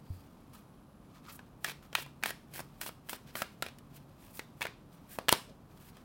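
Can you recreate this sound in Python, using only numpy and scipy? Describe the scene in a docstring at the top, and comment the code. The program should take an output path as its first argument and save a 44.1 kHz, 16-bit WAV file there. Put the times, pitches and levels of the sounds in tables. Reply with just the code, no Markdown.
"""A small quiet room, where a deck of stiff cards is picked up and shuffled from hand to hand.
Packets slide over each other with a papery hiss, made of filtered friction noise, and slap onto the deck.
Each slap is a puff of air, a ring of a few milliseconds from damped bending modes, and an edge tick.
A soft low bump comes first and two hard snaps near the end, over faint air noise, a hum and thin whines.
Near surfaces echo the snaps and slides, and a short diffuse tail follows them."""
import sys
import numpy as np
from scipy import signal
from scipy.fft import rfft, irfft
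from scipy.io import wavfile
from scipy.ndimage import uniform_filter1d

SR = 44100
rng = np.random.default_rng(int(sys.argv[2]) if len(sys.argv) > 2 else 0)


def digitize_waveform(pressure):
    """Quantize a signal to 16-bit integers and store it at the path in sys.argv[1].

    Rows of a 2-D input are taken as channels; values are limited to [-1, 1].
    """
    field = np.atleast_2d(pressure).T
    bounded = np.clip(field, -1, 1)
    quanta = np.round(bounded * 32767).astype(np.int16)
    wavfile.write(sys.argv[1], SR, quanta)


N = 266540

# Shuffle strokes, each a packet peeled off the deck. Each row: start in seconds, length in seconds,
# edge hiss in dB, growth of the hiss over the stroke in dB, face rasp in dB before the overall rasp gain,
# resonance of the rubbed card in Hz.
STROKES = [(1.644, 0.074, -53.5, 3, -46.5, 2480), (1.952, 0.077, -51, 5, -47, 3100),
           (2.25, .056, -45.5, 6, -43, 1890), (2.54, 0.068, -49.5, -7, -50.5, 2100),
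           (2.813, 0.073, -44.5, 0, -50, 3060), (3.096, 0.063, -47.5, -6, -49.5, 3055),
           (3.356, .072, -45, -8, -48.5, 1600), (3.632, .058, -69, -4, -55, 2470),
           (4.614, 0.04, -58, -13, -49.5, 2310)]


def amp(db):
    """The decibel law: 20 dB is a factor of ten in amplitude."""
    return 10 ** (np.asarray(db) / 20)


def evened(x):
    """Normalisation by mean power: scales to rms 1."""
    return x / np.sqrt(np.mean(x ** 2) + 1e-20)


def unit(x):
    """Normalisation by total energy: scales to energy 1."""
    return x / (np.linalg.norm(x) + 1e-12)


def read(points, hz):
    """Interpolation on a log-frequency axis, close to how pitch is heard."""
    f, value = np.transpose(points)
    return np.interp(np.log(hz + 1), np.log(f + 1), value)


def add(mix, s, sound):
    """Superposition: adds a sound to the mix in place from time s."""
    part = mix[max(round(s * SR), 0):][:len(sound)]
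    part += sound[:len(part)]


def causal(points, size=2048):
    """Minimum phase: the Hilbert transform of the log spectrum gives the most compact causal response."""
    log_gain = np.log(amp(read(points, abs(np.fft.fftfreq(size, 1 / SR)))))
    spectrum = np.exp(np.conj(signal.hilbert(log_gain)))
    return np.fft.ifft(spectrum).real[:size // 2]


def through(x, response):
    """Linear filtering: convolves with an impulse response and keeps the length."""
    return signal.fftconvolve(x, response)[:len(x)]


def wander(per_s):
    """Low-passed noise: a smooth random course of rms 1 that changes about per_s times a second."""
    size = max(int(SR / per_s), 1)
    return evened(uniform_filter1d(uniform_filter1d(rng.standard_normal(N), size), size))


def air(noise_db=-56.5, hum_hz=141.5, hum_db=-62.0):
    """Stationary noise shaped by its spectrum, with a faint hum under random amplitude modulation."""
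    # Spectrum of the background. Each row: frequency in Hz, relative level in dB.
    air_colour = [(15, -42), (25, -14.5), (40, -6), (62, -11), (105, -7), (160, -5.5), (240, -7),
                  (420, -17.5), (750, -20), (1170, -21.5), (1900, -36.5), (2900, -38), (5000, -46),
                  (8000, -47), (11000, -44.5), (16000, -50)]
    gain = amp(read(air_colour, np.fft.rfftfreq(N, 1 / SR)))
    noise = evened(irfft(rfft(rng.standard_normal(N)) * gain, N))
    hum = wander(5) * np.sin(2 * np.pi * hum_hz * np.arange(N) / SR)
    return amp(noise_db) * noise + amp(hum_db) * hum


def whines(waver=.012, blur_hz=300.):
    """Frequency modulation: thin high tones waver slowly, blur quickly, and fade in and out."""
    # Faint background tones. Each row: start in seconds, end in seconds, centre frequency in Hz, level in dB.
    whine_rows = [(0, 0.27, 4730, -78), (0.302, 1.3, 10960, -87), (3.931, 4.219, 11500, -88)]
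    out = np.zeros(N)
    for start, end, hz, db in whine_rows:
        size = int((end - start) * SR)
        frequency = hz * (1 + waver * wander(18)) + blur_hz * wander(2500)
        turns = np.cumsum(frequency[:size]) / SR
        tone = signal.windows.tukey(size, .5) * np.sin(2 * np.pi * turns)
        add(out, start, amp(db) * evened(tone))
    return out


def friction(colour, grains_per_s, grain_share, uneven_db):
    """Stick-slip of paper fibres: a smooth rub plus tiny random clicks, under uneven pressure."""
    clicks = (rng.random(N) < grains_per_s / SR) * rng.standard_normal(N)
    rub = rng.standard_normal(N) + grain_share * evened(clicks)
    rub *= amp(uneven_db * wander(220))
    return evened(through(rub, causal(colour)))


def scrapes(t, swell_db=15, roundness=1.3):
    """Friction grows with speed: each scrape swells and dies away, as (hiss, rasp, resonance)."""
    # Loose scrapes as the cards are gathered and squared. 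Each row: peak time, rise and fall in seconds,
    # edge hiss in dB, face rasp in dB before the overall rasp gain, resonance of the rubbed card in Hz.
    scrape_rows = [(.135, .08, .12, -64, -66, 3380), (.535, 0.0059, .075, -58.5, -58, 1199),
                   (1.165, .07, .06, -74, -64, 1153), (1.293, .06, .045, -65, -53, 1240),
                   (1.355, .07, 0.016, -48.5, -59, 1248), (1.828, .008, .045, -65, -60, 1247),
                   (3.275, .012, .085, -69, -58, 3160), (3.962, .028, 0.025, -57, -56, 2617),
                   (4.25, .08, .17, -63.5, -65, 2600), (4.38, .08, .02, -50, -57.5, 2193),
                   (4.94, .03, 0.047, -65, -65, 1163), (5.13, .04, .06, -49.5, -55.5, 1740),
                   (5.322, .009, .006, -35, -36, 3900), (5.497, 0.019, 0.032, -90, -66, 530),
                   (5.895, .14, .028, -59, -60, 3500), (5.99, 0.083, .05, -73, -64, 1164)]
    for peak, rise, fall, hiss_db, rasp_db, hz in scrape_rows:
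        away = np.clip(np.maximum((peak - t) / rise, (t - peak) / fall), 0, 6)
        speed = amp(-swell_db * away ** roundness)  # roundness: 1 is a pointed peak, 2 a rounded one
        yield speed * amp(hiss_db), speed * amp(rasp_db), hz


def strokes(t, rise_s=0.0044, fall_s=.01, rasp_growth_db=-4.0):
    """Sliding contact: a packet brushes in, slides and drops clear, as (hiss, rasp, resonance)."""
    approach_hiss_db, approach_rasp_db, approach_db_per_s = -59.5, -63, 379.5
    for start, length, hiss_db, growth_db, rasp_db, hz in STROKES:
        rise = np.clip((t - start) / rise_s + 1, 0, 1)
        fall = np.clip((start + length - t) / fall_s + 1, 0, 1)
        moving = rise * fall
        travel = np.clip((t - start) / length, 0, 1) - .5
        approach = (t < start) * amp(-approach_db_per_s * abs(start - t))
        hiss = moving * amp(hiss_db + growth_db * travel) + approach * amp(approach_hiss_db)
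        rasp = moving * amp(rasp_db + rasp_growth_db * travel) + approach * amp(approach_rasp_db)
        yield hiss, rasp, hz


def slides(rasp_db=-2.5, sing_db=-2.0, sing_tilt=2.04, ring_cycles=2.9, pressure_db=1.78):
    """Friction-driven resonance: edges hiss, faces rasp and sing, and fingers rustle throughout."""
    # Spectra of rubbed edges and rubbed faces. Each row: frequency in Hz, relative level in dB.
    hiss_colour = [(1500, -30.5), (4000, -11.5), (6500, -7.5), (8500, -2), (10500, -1.5), (13000, 0.5),
                   (15500, 0)]
    rasp_colour = [(120, -16.5), (480, -1), (750, -5.5), (1600, 0), (2400, -0.5), (3600, -2), (5000, -4.5),
                   (7500, -10.5), (14000, -25.5)]
    t = np.arange(N) / SR
    hiss, rasp, pitch = np.zeros(N), np.zeros(N), np.full(N, 1200.)
    for edge, face, hz in [*strokes(t), *scrapes(t)]:
        pitch[face > rasp] = hz  # the card rubbed hardest sets the resonance
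        hiss, rasp = np.maximum(hiss, edge), np.maximum(rasp, face)

    grip = amp(-78.5 + 2 * wander(4.3))  # the fingers keep shifting, with a slow drift in dB
    rustle = friction(hiss_colour, 300, .45, 2.2) + amp(2.5) * friction(rasp_colour, 90, 0.27, 1.2)
    fingers = grip * rustle
    edges = hiss * friction(hiss_colour, 1300, 0.61, 1.3)

    # rubbing keeps one broad resonance of the card sounding, the lower the stronger
    turns = np.cumsum(pitch) / SR
    knots = np.arange(0, turns[-1], ring_cycles)  # the swing is renewed every few cycles
    swing = np.interp(turns, knots, rng.standard_normal((len(knots), 2)) @ [1, 1j])
    sing = evened((swing * np.exp(2j * np.pi * turns)).real)
    sing_gain = amp(sing_db) * (1200 / pitch) ** sing_tilt
    faces = rasp * (amp(rasp_db) * friction(rasp_colour, 500, 0.63, 2.4) + sing_gain * sing)
    return (edges + faces + fingers) * amp(pressure_db * wander(60))  # the hand presses unevenly


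def bump(s=.1025, hz=90.0, db=-30.0, t60=0.061, linger_db=-37.5, linger_t60=0.34):
    """Two-rate exponential decay: an arm knocks softly on the furniture, a low thud that lingers."""
    out, t = np.zeros(N), np.arange(SR // 2) / SR
    decay = amp(db - 60 * t / t60) + amp(linger_db - 60 * t / linger_t60)
    onset = 1 - np.exp(-t / 0.0019)
    add(out, s, decay * onset * np.sin(2 * np.pi * hz * t))
    return out


def contact(t, t60, chatter):
    """Impulsive excitation: one clean impact, then the chatter of other cards landing just behind it."""
    x = chatter * unit(rng.standard_normal(len(t)) * amp(-60 * t / t60))
    x[0] += 1
    return x


def card_modes(t, hz, t60, flex_s=0.00011):
    """Modal synthesis: the bending modes of a held card ring together and decay."""
    # Bending modes. Each row: factor on the ring pitch, relative level in dB, factor on the t60.
    mode_rows = [(.7, 0, 0.57), (.94, 4, 1.66), (1.078, -2, 1.75), (1.4, -0.5, 0.73), (1.65, -12.5, 0.82)]
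    modes = np.zeros(len(t))
    for ratio, db, life in mode_rows:
        mode_hz = hz * ratio * rng.uniform(0.923, 1.04)  # the grip changes and detunes the modes
        modes += amp(db - 60 * t / (t60 * life)) * np.sin(2 * np.pi * (mode_hz * t + rng.random()))
    return modes * (1 - np.exp(-t / flex_s))  # the card takes a moment to flex


def snaps(blows, mode_share=0.43, cavity_share=0.32, cavity_t60=0.0092, low_cut_hz=56.0):
    """Impact radiation: each slap squeezes out air, bends a card into a brief ring and ticks at its edge."""
    # Spectra of the air push, the card ring and the edge tick. Each row: frequency in Hz, relative level in dB.
    push_points = [(25, -26.5), (70, -10), (150, -7), (300, -4.5), (500, 1.5), (750, -3.5), (1200, -7),
                   (2500, -32)]
    ring_points = [(300, -33.5), (700, -1), (1050, -0.5), (1800, 2), (2400, -0.5), (3600, -2), (4600, -7.5),
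                   (7000, -15.5), (14000, -39.5)]
    tick_points = [(1500, -32), (4000, -7), (5200, 2), (6500, -4), (8200, -1), (10000, 0.5), (12500, -4),
                   (15500, -2.5)]
    push_colour, ring_colour, tick_colour = causal(push_points), causal(ring_points), causal(tick_points)
    ring_t60_s, tight_db = 0.023, -19.5  # near tight_db the blow presses the card down and chokes the ring
    cavity_hz, puff_db, cavity_oct_per_db = 703, -34, 0.06  # cavity_hz is the pitch for a puff of puff_db
    blow_s = .005  # levels are rms over this length
    out, t = np.zeros(N), np.arange(2048) / SR
    for s, push_db, ring_db, tick_db, hz in blows:
        free = 1 / (1 + amp(ring_db - tight_db) ** 2)  # a hard, tight blow rings and chatters least
        t60 = ring_t60_s * free

        # the hollow of the hand gives the puff a dull pitch; bigger puffs come from a wider, deeper hollow
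        push_hz = cavity_hz * 2 ** (cavity_oct_per_db * (puff_db - push_db))
        cavity = amp(-60 * t / cavity_t60) * np.sin(2 * np.pi * push_hz * t)
        puff = through(contact(t, 0.02, chatter=0.9 * free), push_colour)
        push = cavity_share * unit(cavity) + (1 - cavity_share) * unit(puff)

        clack = through(contact(t, t60, chatter=2.46 * free), ring_colour)
        ring = mode_share * unit(card_modes(t, hz, t60)) + (1 - mode_share) * unit(clack)
        tick = through(contact(t, t60, chatter=1.4 * free), tick_colour)
        blow = amp(push_db) * unit(push) + amp(ring_db) * unit(ring) + amp(tick_db) * unit(tick)
        add(out, s, np.sqrt(blow_s * SR) * blow)
    # small cards radiate no deep bass
    return signal.sosfilt(signal.butter(2, low_cut_hz, "high", fs=SR, output="sos"), out)


def flicks(per_s=45, level_db=1.5, spread_db=1.5, push_db=-4, tick_db=-5):
    """A random point process: single cards slip off during each stroke, as rows for snaps()."""
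    rows = []
    for start, length, _, _, rasp_db, hz in STROKES:
        times = np.cumsum(rng.uniform(.3, 1.7, 8) / per_s)
        ring_levels = rasp_db + level_db + spread_db * rng.standard_normal(8)
        for after, db in zip(times, ring_levels):
            if after < length:
                rows.append((start + after, db + push_db, db, db + tick_db, hz))  # push and tick follow the ring
    return rows


def walls(x):
    """Specular reflection: the direct sound and the single echoes from near surfaces."""
    # Early reflections. Each row: delay in seconds, gain as a factor at low frequencies.
    echo_rows = [(.0012, 0.13), (.0031, 0.11), (.0089, 0.095), (0.0106, 0.033), (0.0168, .06),
                 (.0248, 0.055)]
    response = np.zeros(SR // 20)
    response[0] = 1
    for delay, gain in echo_rows:
        add(response, delay, gain * np.array([1, 2, 1]) / 4)  # each bounce dulls the treble
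    return through(x, response)


def tail(x, wet_db=-14.0, build_s=0.0091):
    """Diffuse reverberation: noise that builds up, then decays at a rate set by frequency."""
    # Room decay. Each row: frequency in Hz, t60 in seconds.
    room_decay = [(150, 0.26), (600, 0.25), (2000, 0.31), (4500, 0.34), (9000, 0.34), (16000, 0.27)]
    t = np.arange(SR // 2) / SR
    hz, when, z = signal.stft(rng.standard_normal(len(t)), SR, nperseg=256)
    fading = z * amp(-60 * when / read(room_decay, hz)[:, None])
    decay = signal.istft(fading, SR, nperseg=256)[1][:len(t)]
    response = amp(wet_db) * unit(decay * (1 - np.exp(-(t / build_s) ** 2)))
    tint = causal([(200, 1.0), (2500, 0.5), (5000, 2.0), (9000, -3.0), (16000, -4.5)])  # Hz, dB
    return through(x, through(response, tint))


def scene(count=3):
    """Directivity: cards radiate differently each way, so several versions of every snap feed the room."""
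    # Slaps and snaps. Each row: time in seconds, push of trapped air in dB, card ring in dB, edge tick in dB,
    # ring pitch in Hz before the modes are detuned.
    snap_rows = [(1.392, -55, -47.5, -67, 1560), (1.6448, -62, -29, -33, 1930),
                 (1.6959, -65, -40.5, -52, 2530), (1.9292, -47, -44.5, -57, 1590),
                 (1.9517, -41, -22.5, -33.5, 2610), (1.9842, -43, -43, -50, 2160),
                 (2.0627, -57, -52, -62, 1104), (2.2273, -47, -42.5, -60, 1993),
                 (2.236, -43, -27, -33.5, 2403), (2.2588, -36.5, -30, -36, 1987),
                 (2.5595, -51, -50, -47, 1793), (2.593, -41, -44, -49, 1765),
                 (2.604, -42, -53, -45.5, 1147), (2.8138, -68, -37, -37, 1710),
                 (2.863, -44, -46.5, -44, 1544), (2.8912, -45.5, -45.5, -60, 1386),
                 (3.0885, -55, -49, -53, 2230), (3.0946, -55, -39, -37, 2400),
                 (3.1307, -41, -39.5, -43.5, 1383), (3.354, -39, -35, -49, 1293),
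                 (3.4197, -35, -29.5, -37.5, 1520), (3.624, -36, -30, -36, 1450),
                 (3.664, -41, -40, -48.5, 2500), (3.786, -69, -58.5, -55.5, 3387),
                 (4.3935, -40.5, -37.5, -44, 2100), (4.6094, -41.5, -41, -47.5, 2297),
                 (4.6179, -47, -30, -42, 2590), (4.6264, -61, -35.5, -41.5, 2770),
                 (4.6531, -33.5, -34.5, -50, 1600), (4.6677, -64, -38, -49.5, 2180),
                 (5.187, -31, -37, -45, 1190), (5.2846, -31, -25.5, -35.5, 1510),
                 (5.2916, -31.5, -18.5, -22.5, 2990), (5.3263, -23.5, -20, -21, 1100),
                 (5.3356, -43, -32, -48, 4150), (5.969, -56, -57.5, -61, 1195)]
    rubbing, blows = slides(), snap_rows + flicks()
    snap_tails = sum(tail(snaps(blows)) for _ in range(count)) / np.sqrt(count)
    diffuse = tail(rubbing) + snap_tails
    near = walls(snaps(blows) + rubbing)
    return (near + diffuse + bump() + whines() + air())[None]


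def record(dry, edge_hz=16350):
    """Band limiting: a linear-phase low-pass removes the highest treble."""
    low_pass = signal.firwin(255, edge_hz, window=("kaiser", 8), fs=SR)
    return signal.oaconvolve(dry, low_pass[None], "same")


dry = scene()
out = record(dry)
digitize_waveform(out)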